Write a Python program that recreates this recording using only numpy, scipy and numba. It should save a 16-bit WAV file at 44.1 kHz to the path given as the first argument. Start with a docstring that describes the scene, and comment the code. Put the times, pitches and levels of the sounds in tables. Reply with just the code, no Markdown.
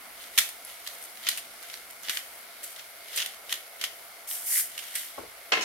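"""Hands slap and rub powder off each other, close to a phone, over a simmering pan; late knocks follow.
Pats are noise bursts through the resonance of the cupped palms; rubs are gritty noise swelling by stroke.
Something set down and knocked rings the worktop's modes, and a grain pings the pan wall once.
Beneath, the fine fizz of the sauce flickers in octave bands over a gas burner roaring in its tube modes.
A short echo of the small kitchen follows the near sounds."""
import sys
import numpy as np
from scipy import signal
from scipy.fft import rfft, irfft
from scipy.io import wavfile
from scipy.ndimage import uniform_filter1d
from numba import njit

SR = 44100
rng = np.random.default_rng(int(sys.argv[2]) if len(sys.argv) > 2 else 0)


def generate_wav(sig):
    """Save sig (samples, or channels by samples) to the path in sys.argv[1] as 16-bit PCM at SR."""
    pcm = np.round(np.clip(np.atleast_2d(sig).T, -1, 1) * 32767).astype(np.int16)
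    wavfile.write(sys.argv[1], SR, pcm)


N = 248935
TIME = np.arange(N) / SR
HZ = np.maximum(np.fft.rfftfreq(N, 1 / SR), 1)

# colour of the air cupped between the palms: (frequency [Hz], relative density [dB per Hz])
CUP_COLOUR = [(410, -70), (700, -26.5), (926, -17.5), (1850, -1.5), (2020, -0.5), (2620, -10), (2910, -3.5),
              (3240, -4.5), (7000, -5.5), (9100, -33), (15400, -120)]
# colour of dry skin hiss: (frequency [Hz], relative density [dB per Hz])
SKIN_COLOUR = [(2940, -42.5), (5000, -12.5), (7270, -9), (8970, -2.5), (9880, -4.5), (12400, -3),
               (13800, -5.5), (16000, -14.5)]
# stereo image of the hands: (frequency [Hz], left-right likeness [correlation])
HANDS_ALIKE = [(300, 1), (2000, 0.49), (6000, 0.032), (14000, 0.13)]


def undb(db):
    """Gain of a dB value."""
    return 10 ** (np.asarray(db) / 20)


def level(x, db):
    """Set the rms in dB, over both channels together."""
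    return x * undb(db) / np.sqrt(np.mean(x ** 2))


def over_hz(table):
    """A (Hz, value) table read at every frequency, on a log frequency axis."""
    f, v = np.transpose(table)
    return np.interp(np.log(HZ), np.log(f), v)


def shape(x, gain):
    """Filter by a gain for each frequency."""
    return irfft(rfft(x, axis=-1) * gain, N, axis=-1)


def bump(hz, width_hz, grid=HZ):
    """Causal resonance read on a frequency grid, gain 1 at the centre."""
    damping = 1j * grid * width_hz
    return damping / (hz ** 2 - grid ** 2 + damping)


def pair(alike):
    """Stereo white noise as alike left and right as the table says."""
    c = np.clip(over_hz(alike), -.99, .99)
    mid_side = rfft(rng.standard_normal((2, N)), axis=-1)
    mid, side = mid_side * np.sqrt([(1 + c) / 2, (1 - c) / 2])
    return irfft(np.array([mid + side, mid - side]), N, axis=-1)


def walk(rate):
    """Random levels held 1 / rate s and slewed twice; spread near 1."""
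    k = int(SR / rate)
    steps = np.repeat(rng.standard_normal(N // k + 1), k)
    return 1.3 * uniform_filter1d(uniform_filter1d(steps, k), k)[:N]


def burst(s, t60, rise_s=0.0003):
    """Quick rise at s, then an exponential fall."""
    t = np.maximum(TIME - s, 0)
    return (1 - np.exp(-t / rise_s)) * np.exp(-np.log(1000) * t / t60)


def pats():
    """Each pat: a crack that rings the air cupped between the palms, a bright snap, a grainy tail, a soft thump."""
    # pats of the palms: (time [s], strength [dB], cup resonance [Hz], treble before a common lift [dB],
    # left minus right [dB], tail against crack [dB])
    palm_pats = [(0.2214, -34, 3750, -8, -0.5, -13), (0.355, -31, 2950, -19, -3, -16),
                 (0.3767, -4.5, 2630, -15, 0.5, 1.5), (0.3856, 0, 3300, -13.5, -1, -10),
                 (0.4898, -27.5, 2090, -4.5, 2, -10.5), (0.6493, -34, 2000, -1, -2.5, -28),
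                 (0.6987, -27, 3250, -21, -3, -11), (0.865, -23, 3300, -17, 1, -8.5),
                 (0.8731, -20.5, 4120, -17.5, -3, -3), (0.9504, -33, 1920, -7, 0.3, -10),
                 (0.985, -35, 2090, -5, 0.5, -11), (1.0184, -38, 2120, -5, 5, -18),
                 (1.0255, -38, 2150, 3, 3, -18), (1.039, -37, 2060, 3, 7, -17),
                 (1.2374, -28, 3310, -20.5, -7, -13), (1.268, -9, 3060, -29, 0, -11),
                 (1.2872, -4.5, 4030, -12.5, -1, -10.5), (1.3744, -16.5, 2860, -12.5, -3, -11.5),
                 (1.3814, -21, 2950, -18, 2, -15), (1.6273, -25, 1720, -16.5, -4, -11),
                 (1.6327, -31.5, 1600, -15, -4, -5), (1.699, -21.5, 3280, -20, -1, -10),
                 (1.733, -28, 3940, -12, -1, -15), (1.74, -18.5, 3980, -23, -4, -13.5),
                 (2.033, -25.5, 6100, -13, -7, -13), (2.085, -13, 3400, -26, -6, -18),
                 (2.095, -7, 3240, -18.5, 1.5, -8.5), (2.639, -30.5, 2140, 2, -1, -8.5),
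                 (2.7608, -25, 3500, -24, -2, -7), (2.7935, -22, 2900, -35, -1, -7),
                 (3.1612, -23.5, 3300, -3, 0, -5.5), (3.1744, -10, 3020, -22, -4, -3.5),
                 (3.2, -11.5, 2980, -25, -2, -7), (3.2187, -15.5, 2900, -31, -1, -5.5),
                 (3.2607, -13.5, 3070, -13, -2, -14), (3.4936, -21.5, 2980, -22, -2, -3),
                 (3.5059, -24, 3110, -18, 2, -7), (3.5178, -25, 3360, -19, 8, -3),
                 (3.5251, -7, 3200, -17, -1, -6), (3.8125, -13, 3020, -23, 0, -9),
                 (3.8391, -6.5, 2920, -19.5, 0, -13.5), (4.577, -27, 1910, 5.5, -1, -4),
                 (4.5956, -30, 2280, -7, 6, -18), (4.778, -16.5, 2970, -15, -2, -5.5),
                 (4.7896, -23, 2930, -19, -8, -13), (4.8314, -25, 3120, -23, -4, -16),
                 (4.953, -21.5, 2350, -6, -4, -3)]
    tail_t60_s = 0.067
    thump_db, thump_per_db = -41, 0.8  # thump of a 0 dB pat, and how it follows the pat's strength
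    out, span = np.zeros((2, N)), 16384  # span of one pat [samples]
    hz = np.maximum(np.fft.rfftfreq(span, 1 / SR), 1)
    broad = level(shape(pair(HANDS_ALIKE), undb(over_hz(CUP_COLOUR))), 0)
    snap = level(shape(pair(HANDS_ALIKE), undb(over_hz(SKIN_COLOUR))), 0)
    flesh = level(shape(pair(HANDS_ALIKE), bump(450.0, 520.0)), 0)
    air = pair(HANDS_ALIKE)
    grains = undb(3.5 * walk(300))
    bright = bump(9500, 9000, hz)
    for s, db, cup_hz, treble_db, pan_db, tail_db in palm_pats:
        i = slice(int(s * SR), int(s * SR) + span)
        crack = burst(s, 0.012, rise_s=0.00028)
        tail = undb(tail_db) * grains * burst(s, tail_t60_s, rise_s=0.0038)
        hit = (crack + tail)[i]
        hollow = bump(cup_hz, 1300, hz) ** 2
        cup = irfft(rfft(air[:, i] * hit, axis=-1) * hollow, span, axis=-1)
        top = irfft(rfft(snap[:, i] * hit, axis=-1) * bright, span, axis=-1)
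        sound = cup + undb(-13.0) * broad[:, i] * hit + undb(treble_db + 4.0) * top
        out[:, i] += sound * undb(db + np.array([[pan_db], [-pan_db]]) / 2)
        thump = flesh[:, i] * burst(s, 0.049, rise_s=0.00027)[i]
        out[:, i] += undb(thump_db + thump_per_db * db) * thump
    return out


def rub():
    """Stick-slip of skin over powder: gritty noise, hollow between the palms and hissy on top."""
    # strokes of one palm over the other: (time at full pressure [s], hold [s], 20 dB rise [s], 20 dB fall [s],
    # cupped mid sound before a common trim [dB], dry skin hiss [dB], cup resonance [Hz]);
    # rises and falls under 5 ms, or negative, act as 5 ms
    strokes = [(.22, 0.0041, 0.1, 0.14, -46.5, -47.5, 3280), (0.395, 0.0041, 0.07, 0.12, -38, -35, 3050),
               (0.684, 0.015, 0.1, 0.4, -50, -49, 2830), (0.865, .005, 0.05, .15, -47, -48, 3800),
               (0.94, .005, .1, 0, -61, -46.5, 3500), (1.053, 0.0056, .1, -0.3, -64, -44, 2400),
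               (1.228, .01, 0.13, 0.23, -47, -51, 3070), (1.271, 0.0097, 0.0355, 0.13, -33.5, -39, 3200),
               (1.392, 0.0055, 0.07, -0.06, -46.5, -38, 2900), (1.647, 0.088, 0.2, 0, -52, -52, 2800),
               (1.736, .005, -0.2, 0.1, -47, -46, 3760), (1.903, .005, 0, 0.04, -54, -47.5, 2640),
               (2.04, 0.054, -0.13, 0.02, -44, -48, 3150), (2.102, 0.086, -0.02, 0.03, -39.5, -37.5, 2560),
               (2.393, .005, 1, 0.2, -64, -50.5, 2300), (2.631, .005, 0, 0.22, -47.5, -40, 3440),
               (2.787, .005, -0.08, 0.03, -43, -48, 2950), (3.171, 0.035, 0.104, 0.12, -34, -35.5, 3080),
               (3.513, 0.0045, 0.05, .09, -39, -38.5, 3240), (3.82, 0.035, .04, 0.04, -39, -41.5, 2830),
               (4.276, 0.029, -0.01, 0.2, -49, -35.5, 3100), (4.303, 0.041, 0.03, 0.18, -49, -32, 3230),
               (4.464, 0.055, 0.02, 0.02, -52, -29, 3520), (4.53, 0.075, 0.0851, 0.05, -39, -21, 2200),
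               (4.8, 0.2, 0.26, .05, -46.5, -44.5, 3050), (4.956, 0.0037, .015, 0.18, -38, -31.5, 2950),
               (5.027, 0.0046, 1.2, 0.5, -54.5, -64, 3600)]
    rest_cup_db, rest_skin_db, rest_hz = -61, -56, 2320  # palms in light contact between strokes
    smooth_db = -34  # around this hiss level the palms start to glide and the grit evens out
    cup_power, skin_power = undb(2 * rest_cup_db), undb(2 * rest_skin_db)
    cup_hz = cup_power * rest_hz  # weighted by power: the loudest stroke dominates the hollow's pitch
    for s, hold_s, rise_s, fall_s, cup_db, skin_db, stroke_hz in strokes:
        push = pressure(s, hold_s, rise_s, fall_s)
        cup_power = cup_power + undb(2 * cup_db) * push
        skin_power = skin_power + undb(2 * skin_db) * push
        cup_hz = cup_hz + undb(2 * cup_db) * push * stroke_hz
    coarse, fine = crunch(110, 2.0, .012), crunch(400, 1.6, .004)
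    broad = shape(pair(HANDS_ALIKE) * coarse, undb(over_hz(CUP_COLOUR)))
    hollow = np.array([svf(c, cup_hz / cup_power, 1400.0) for c in broad])
    cup = level(hollow, 0) + level(broad, 0)
    grit = (fine * np.sqrt(coarse)) ** (1 / (1 + skin_power / undb(2 * smooth_db)))
    skin = level(shape(pair(HANDS_ALIKE) * grit, undb(over_hz(SKIN_COLOUR))), 0)
    return cup * np.sqrt(cup_power) * undb(-4.5) + skin * np.sqrt(skin_power)


def pressure(s, hold_s, rise_s, fall_s):
    """Power envelope of a stroke: steady rise in dB, hold, steady fall."""
    early = np.maximum(s - TIME, 0) / max(rise_s, .005)
    late = np.maximum(TIME - s - hold_s, 0) / max(fall_s, .005)
    return undb(-2 * 20 * np.minimum(early + late, 10))


def crunch(rate, spread_db, t60):
    """Envelope of powder grains catching and letting go at random moments, over a steady base."""
    catches = (rng.random(N) < rate / SR) * undb(spread_db * rng.exponential(size=N))
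    return 1 + signal.lfilter([1], [1, -np.exp(-np.log(1000) / (t60 * SR))], catches)


@njit
def svf(x, hz, width):
    """State-variable band-pass whose centre may move."""
    y, b, l = np.empty(len(x)), 0., 0.  # output, band state, low state
    for i in range(len(x)):
        g, k = np.tan(np.pi * hz[i] / SR), width / hz[i]
        v = (b + g * (x[i] - l)) / (1 + g * (g + k))
        b, l, y[i] = 2 * v - b, l + 2 * g * v, k * v
    return y


def knocks():
    """A blow and a loose rattle ring the worktop; a softer contact favours its lower modes."""
    # knocks on the worktop: (time [s], strength [dB], brightness [Hz], rattle t60 [s], rattle against blow [dB]);
    # a rattle lasts at least 20 ms
    blows = [(5.177, -39, 590, 0.19, -2), (5.233, -53, 447, 0.049, 1), (5.5192, -17.5, 2050, 0.24, -4),
             (5.554, -39, 2380, 0.048, -11), (5.571, -36.5, 1470, 0.6, -2.5),
             (5.61, -28.5, 5500, 0.19, -4.5), (5.619, -33.5, 5040, 0.39, -2.5)]
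    # modes of the worktop: (frequency [Hz], relative level [dB], t60 [s])
    worktop_modes = [(353, -3.5, 0.067), (454, 0.5, 0.04), (593, -4.5, 0.016), (766, -5.5, 0.019),
                     (1046, -7.5, 0.021), (1350, -10.5, 0.012), (1730, -8, 0.0058), (2100, -6.5, 0.023),
                     (2566, -5.5, 0.0074), (2930, -11, 0.045), (3710, -18, 0.033), (4190, -12, 0.01),
                     (5250, -10, 0.0099), (6130, -11.5, 0.013)]
    # a wide board off to the side: (frequency [Hz], left-right likeness [correlation])
    board_alike = [(200, 0.99), (600, 0.41), (3000, 0.026), (7000, 0.081)]
    # the cupboard under the worktop booms a little, less for harder contacts
    thud_hz, thud_width_hz, thud_t60_s = 80, 180, 0.35
    thud_db, thud_db_per_octave = -16.5, -14.5  # level at 600 Hz brightness, change per octave above
    out = np.zeros((2, N))
    rattle = pair(board_alike) * undb(1.7 * walk(250))
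    thin = signal.butter(2, 220, "high", fs=SR, output="sos")  # the board radiates little bass
    boom = level(shape(rng.standard_normal(N), bump(thud_hz, thud_width_hz) ** 2), 0)
    for s, db, bright_hz, rattle_t60, rattle_db in blows:
        i = slice(int(s * SR), N)
        blow = burst(s, 0.047, rise_s=3.3 / bright_hz)
        loose = undb(rattle_db) * burst(s, max(rattle_t60, .02), rise_s=0.0041)
        force = rattle[:, i] * (blow + loose)[i]
        body = 0
        for f, mode_db, t60 in worktop_modes:
            # modes weaken with distance from the brightness, both up and down
            reach_db = -4.0 * np.log2(f / bright_hz) ** 2
            body = body + undb(mode_db + reach_db) * ring(force, f, t60)
        dull = signal.butter(2, min(2.5 * bright_hz, 15000), fs=SR, output="sos")
        out[:, i] += undb(db) * signal.sosfilt(np.vstack([thin, dull]), body)
        boom_db = db + thud_db + thud_db_per_octave * np.log2(bright_hz / 600)
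        out += undb(boom_db) * boom * burst(s, thud_t60_s, rise_s=0.0066)
    return out


def ring(x, hz, t60):
    """One mode set ringing by x, equal power whatever its decay."""
    r = np.exp(-np.log(1000) / (t60 * SR))
    gain = np.sqrt(1 - r * r)
    return signal.lfilter([gain, 0, -gain], [1, -2 * r * np.cos(2 * np.pi * hz / SR), r * r], x)


def ticks():
    """A hard grain pings a high mode of the pan wall, which buzzes as the grain skips on."""
    # pings: (time [s], level [dB])
    pings = [(0.6495, -30)]
    buzz = undb(4.0 * walk(245))
    tone = np.sin(2 * np.pi * 11150 * TIME)
    out = 0
    for s, db in pings:
        envelope = burst(s, 0.014) + 0.23 * buzz * burst(s, 0.15)
        out = out + undb(db) * envelope * tone
    return out


def simmer():
    """Fizz of tiny bubbles in octave bands that flicker alone, most in the bass, over the burner's roar."""
    # colour of the fizz: (frequency [Hz], relative density [dB per Hz])
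    fizz_colour = [(15, -48), (25, -16.5), (70, -16), (123, -23.5), (229, -14.5), (277, -15), (695, -3.5),
                   (887, -9), (2050, -8), (2480, -10.5), (4740, -10.5), (7310, -17.5), (11300, -8),
                   (13600, -13.5), (16000, -16.5)]
    # tube modes of the burner: (frequency [Hz], width [Hz], level before flicker [dB])
    burner_modes = [(680.7, 38, -63), (1381, 340, -59), (2148, 270, -57)]
    # stereo image of the far sound: (frequency [Hz], left-right likeness [correlation])
    far_alike = [(60, 0.32), (300, 0.67), (700, 0.81), (1400, 0.25), (3000, 0.24), (7000, 0.)]
    grain = undb(0.95 * walk(900))  # bursts make the hiss slightly gritty
    fizz = rfft(pair(far_alike) * grain, axis=-1) * undb(over_hz(fizz_colour))
    swell = walk(0.82)  # shared by all bands
    out = 0
    for centre in 30 * 2. ** np.arange(10):
        band = np.cos(np.pi / 2 * np.clip(np.log2(HZ / centre), -1, 1)) ** 2
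        flicker_db = 0.95 + 2.2 / (1 + centre / 300.0)
        out = out + irfft(fizz * band, N, axis=-1) * undb(0.23 * swell + flicker_db * walk(7))
    roar = 0
    for f, width_hz, db in burner_modes:
        mode = level(shape(pair(far_alike), bump(f, width_hz) ** 2), db)
        roar = roar + mode * undb(0.32 * walk(12))
    return level(out, -47.5) + roar


def scene():
    """Hands, knocks and ticks with the kitchen's short echo, over the simmer."""
    room_t60_s, room_db = 0.33, -10
    near = pats() + rub() + knocks() + ticks()
    decay = burst(0.0112, room_t60_s, rise_s=0.00054)[:SR // 2]
    echo = rng.standard_normal((2, SR // 2)) * decay
    echo = echo / np.sqrt(np.sum(echo ** 2) / 2)  # unit energy per channel on average
    walls = signal.fftconvolve(near, echo, axes=1)[:, :N]
    return near + undb(room_db) * walls + simmer()


def record(dry):
    """The phone rounds the loudest peaks by soft saturation and cuts the top by a steep low-pass."""
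    top_hz = 15750
    soft = .85 * np.tanh(dry / .85)
    return signal.sosfilt(signal.ellip(10, .2, 80, top_hz, fs=SR, output="sos"), soft)


dry = scene()
out = record(dry)
generate_wav(out)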